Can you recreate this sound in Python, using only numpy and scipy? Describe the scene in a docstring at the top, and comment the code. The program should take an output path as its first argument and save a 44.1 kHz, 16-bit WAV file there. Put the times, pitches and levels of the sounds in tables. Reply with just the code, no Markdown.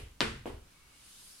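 """A quiet living room with a wooden floor, a stereo microphone close to a dancer's feet.
An earlier step dies away; a hard sole cracks on the boards, then a softer step thuds. The floor booms
under the weight and the room rings briefly. At the end a sole slides round over the wood: a faint
squeak, then a swelling friction hiss. Behind it all lie the room's steady rumble and hiss."""
import sys
import numpy as np
from scipy import signal
from scipy.fft import rfft, irfft
from scipy.io import wavfile
from scipy.ndimage import uniform_filter1d

SR = 44100
rng = np.random.default_rng(int(sys.argv[2]) if len(sys.argv) > 2 else 0)


def wav_record(signal):
    """Record a signal, one row per channel, as 16-bit PCM in the file named by sys.argv[1]."""
    frames = np.transpose(np.atleast_2d(signal))
    bounded = np.clip(frames, -1, 1)
    # unit amplitude maps onto the largest positive 16-bit level
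    quanta = np.round(bounded * 32767).astype(np.int16)
    wavfile.write(sys.argv[1], SR, quanta)


N = 61739

# The crack, straight from sole to microphone: freq_hz, level_db
CRACK_COLOUR = [(20, -27), (60, -9), (200, 8), (700, 5.5), (1500, 5.5), (2500, 2.5), (3800, 9), (5000, 5.5),
                (6300, -7.5), (9000, -16), (12000, -34), (16000, -50)]
# The crack as the room returns it: freq_hz, level_db
CRACK_ROOM_COLOUR = [(60, -7), (135, 15), (175, 2.5), (220, 16.5), (290, 13), (450, 14.5), (680, 6.5),
                     (1000, 10), (1600, 11), (3000, 7), (4700, 1.5), (6200, -5), (9500, -6), (12500, -18.5),
                     (16000, -43)]
# Early echoes off nearby furniture and walls: delay_s, left_db, right_db
ECHOES = [(.0033, -7, -24), (.00905, -4, -8.5)]

def hard_step(start_s=.2063, pan_db=2, bend_lag=.56, echo_cutoff_hz=4200):
    """A hard sole cracks on the wood, a little to the left, and sets boards and room ringing."""
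    out = np.zeros((2, N))
    crack = -click(CRACK_COLOUR)
    for _ in range(4):  # all-passes: bending waves carry the treble ahead of the bass
        crack = signal.lfilter([-bend_lag, 1], [1, -bend_lag], crack)
    add(out, start_s, crack * amp([[pan_db], [-pan_db]]))
    dull = signal.lfilter(*signal.butter(2, echo_cutoff_hz, fs=SR), crack)
    for delay_s, left_db, right_db in ECHOES:
        add(out, start_s + delay_s, dull * amp([[left_db], [right_db]]))
    add(out, start_s, room_tail(CRACK_ROOM_COLOUR, rise_s=.003))
    add(out, start_s, board_ring(soft_hz=np.inf))
    return out


# Soft footfalls near the microphone: start_s, level_db, slap_db
SOFT_STEPS = [(-.075, -8.5, -8.5), (0.4576, -6.5, -17)]
# The thud, heard close: freq_hz, level_db
THUD_COLOUR = [(60, 8), (150, -6), (250, 12.5), (420, 13), (900, 1.5), (1600, -12.5), (3000, -7.5),
               (5000, -33), (10000, -32), (16000, -40)]
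# The thud as the room returns it: freq_hz, level_db
THUD_ROOM_COLOUR = [(60, -3), (160, 0), (250, 13.5), (430, 18.5), (700, 10), (1100, 5), (1700, -4),
                    (4000, -20), (16000, -53)]
# The sole's light slap: freq_hz, level_db
SLAP_COLOUR = [(300, -15), (1200, -3), (2000, 5.5), (2900, 7.5), (4000, -1.5), (6500, -7), (10000, -3),
               (16000, -19)]

def soft_steps(direct_db=-1, echo_s=.0212, echo_db=-4, ring_db=-7):
    """Each step is a dull push on the boards, its echo off the far wall and a slap of the sole."""
    out = np.zeros((2, N))
    thud = click(THUD_COLOUR)
    for start_s, level_db, slap_db in SOFT_STEPS:
        add(out, start_s, -amp(level_db + direct_db) * thud)
        add(out, start_s + echo_s, amp(level_db + echo_db) * thud)
        add(out, start_s, amp(level_db) * room_tail(THUD_ROOM_COLOUR, rise_s=.0019))
        add(out, start_s, amp(slap_db) * room_tail(SLAP_COLOUR, rise_s=.008))
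        add(out, start_s, amp(level_db + ring_db) * board_ring(soft_hz=600))
    return out


# Modes of the boards underfoot: pitch_hz, level_db, t60_s
BOARD_MODES = [(225.8, -31, .16), (244.1, -38.5, 0.43), (354.6, -33.5, 0.32), (446.7, -34, 0.33),
               (552, -46.5, 0.32), (1088, -38, 0.26), (1536, -36, 0.27), (2420, -37, 0.2),
               (3036, -32, 0.13), (3512, -44.5, 0.43)]

def board_ring(soft_hz, rise_s=.0019):
    """Struck boards ring; a soft contact barely stirs the modes above soft_hz."""
    t, out = np.arange(SR) / SR, np.zeros((2, SR))
    for hz, level_db, t60_s in BOARD_MODES:
        mic_phases = np.arccos(read(MIC_LIKENESS, hz)) * np.array([[.5], [-.5]])
        tone = np.sin(2 * np.pi * (hz * t + rng.random()) + mic_phases)
        fade = np.exp(-np.log(1000) * t / t60_s)
        out += amp(level_db) * tone * fade / (1 + (hz / soft_hz) ** 2)
    return out * (1 - np.exp(-t / rise_s))


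# The dancer's weight settling: start_s, level_db, t60_s (at reference_hz)
WEIGHTS = [(-.009, -38, .42), (.2365, -38.5, 0.65), (0.499, -38, .45), (.825, -62, 1.0)]
# Slow modes of the whole floor: pitch_hz, level_db
FLOOR_MODES = [(27, -6.5), (51.3, -2.5), (67, -3.5), (90, -5), (112, -9.5), (137, -12)]

def floor_boom(rise_s=.006, reference_hz=51.3, damping_power=.25):
    """The floor sways in its lowest modes as the weight arrives; the higher ones die sooner."""
    t, out = np.arange(SR) / SR, np.zeros((2, N))
    rise = 1 - np.exp(-t / rise_s)
    for start_s, level_db, t60_s in WEIGHTS:
        for hz, mode_db in FLOOR_MODES:
            fade = np.exp(-np.log(1000) * t / t60_s * (hz / reference_hz) ** damping_power)
            add(out, start_s, amp(level_db + mode_db) * np.sin(2 * np.pi * hz * t) * rise * fade)
    return out


# How hard the sliding sole bears on the wood: time_s, pressure_db
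SLIDE_PRESSURE = [(.55, -26), (.72, -8), (.86, -10.5), (.95, -5), (1.08, -0.1), (1.2, 1.5), (1.29, 2),
                  (1.4, 0)]
# The slide's rising resonance: time_s, pitch_hz
SLIDE_RESONANCE = [(.7, 2400), (.9, 2750), (1.03, 2900), (1.14, 3200), (1.25, 4700), (1.4, 5000)]
# The hiss close up, at a pressure of 0 dB: freq_hz, level_db
SLIDE_COLOUR = [(300, -68.5), (700, -66.5), (1200, -56.5), (1900, -59.5), (3200, -54.5), (4700, -53),
                (7000, -55.5), (10000, -51), (12000, -59), (14000, -66.5), (16000, -74)]

def sole_slide(ring_db=-53.5, ring_follow=.18, treble_follow=.41, flicker_db=1.5):
    """Friction hiss brightens with pressure, while one resonance rises and widens."""
    def gain(hz, t):
        pressure_db = np.interp(t, *np.transpose(SLIDE_PRESSURE), left=-80)
        follow = 1 + treble_follow * np.log2(np.maximum(hz, 1000) / 5000)
        hiss = amp(read(SLIDE_COLOUR, hz) + pressure_db * follow)
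        centre_hz = np.interp(t, *np.transpose(SLIDE_RESONANCE))
        half_width_hz = 340 * amp(pressure_db)
        ring = amp(ring_db + ring_follow * pressure_db) / (1 + ((hz - centre_hz) / half_width_hz) ** 2)
        flicker = uniform_filter1d(rng.standard_normal(hiss.shape), size=4, axis=0)  # across frequency
        flicker = uniform_filter1d(flicker, size=16, axis=1)  # across time
        return np.hypot(hiss, ring) * amp(flicker_db * flicker / flicker.std())
    return shaped_noise(gain)


# The squeak as the sole starts to turn: time_s, level_db
SQUEAK_SWELL = [(.62, -64), (.74, -49.5), (.86, -46), (1.0, -50), (1.08, -68)]

def sole_squeak(pitch_hz=2220, half_width_hz=50):
    """A thin friction tone of steady pitch, before the sole runs freely."""
    def gain(hz, t):
        level_db = np.interp(t, *np.transpose(SQUEAK_SWELL), left=-120, right=-120)
        return amp(level_db) / (1 + ((hz - pitch_hz) / half_width_hz) ** 2)
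    return shaped_noise(gain, size=2048)


# Decay of the living room: freq_hz, t60_s
ROOM_DECAY = [(100, 0.96), (260, 0.36), (700, 0.35), (1800, 0.44), (4800, 0.44), (10000, 0.41),
              (16000, 0.27)]

def room_tail(colour, rise_s, early_db=-9, early_s=.014):
    """The room answers one contact: dense early scatter, then a tail that dies band by band."""
    t = np.arange(N) / SR
    tail = shaped_noise(lambda hz, s: amp(-60 * s / read(ROOM_DECAY, hz)))
    tail *= (1 - np.exp(-t / rise_s)) * (1 + amp(early_db) * np.exp(-t / early_s))
    tail /= np.sqrt((tail ** 2).sum() / 2)
    return signal.fftconvolve(tail, click(colour)[None], axes=1)[:, :N]


# Room tone all round the microphone: freq_hz, level_db
ROOM_TONE = [(20, -45), (60, -48), (120, -51), (250, -53), (500, -60), (750, -61), (1200, -57.5),
             (2200, -63), (5000, -63.5), (10000, -65.5), (13000, -69.5), (16000, -73)]

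def room_tone():
    """Steady rumble and hiss of the quiet room."""
    return shaped_noise(lambda hz, t: amp(read(ROOM_TONE, hz)), size=2048)


# How alike the room sounds on the microphone's two sides: freq_hz, correlation
MIC_LIKENESS = [(60, 0.93), (200, .98), (280, .5), (600, .12), (2000, .2), (5000, 0.064), (12000, 0.018)]

def shaped_noise(gain, size=512):
    """Stereo noise, alike in the bass and unrelated in the treble, weighted by gain(hz, time_s)."""
    mid, side = rfft(rng.standard_normal((2, N)))
    likeness = read(MIC_LIKENESS, np.fft.rfftfreq(N, 1 / SR))
    mid *= np.sqrt((1 + likeness) / 2)
    side *= np.sqrt((1 - likeness) / 2)
    noise = irfft(np.array([mid + side, mid - side]), N)
    frames = dict(fs=SR, nperseg=size, noverlap=size - size // 4)
    hz, t, spectra = signal.stft(noise, **frames)
    return signal.istft(spectra * gain(hz[:, None], t), **frames)[1][:, :N]


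def click(colour, size=4096):
    """The shortest causal pulse that has this colour."""
    log_gain = np.log(amp(read(colour, abs(np.fft.fftfreq(size, 1 / SR)))))
    spectrum = np.exp(np.conj(signal.hilbert(log_gain)))
    return np.fft.ifft(spectrum).real[:size // 2]


def amp(db):
    """Decibels to gain."""
    return 10 ** (np.asarray(db) / 20)


def read(table, hz):
    """Reads a table on a log-frequency axis."""
    table_hz, values = np.transpose(table)
    return np.interp(np.log(hz + 1), np.log(table_hz + 1), values)


def add(mix, start_s, sound):
    """Mixes a sound in at start_s; with a negative start it is already under way."""
    at = round(start_s * SR)
    sound = sound[..., max(-at, 0):]
    part = mix[:, max(at, 0):][:, :sound.shape[-1]]
    part += sound[..., :part.shape[1]]


def scene():
    """Close footwork over the room tone."""
    return hard_step() + soft_steps() + floor_boom() + sole_slide() + sole_squeak() + room_tone()


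def record(dry):
    """The recorder passes the microphone's signal up to 16 kHz."""
    lowpass = signal.firwin(255, 16000, window=("kaiser", 8), fs=SR)
    return signal.oaconvolve(dry, lowpass[None], "same", axes=1)


dry = scene()
out = record(dry)
wav_record(out)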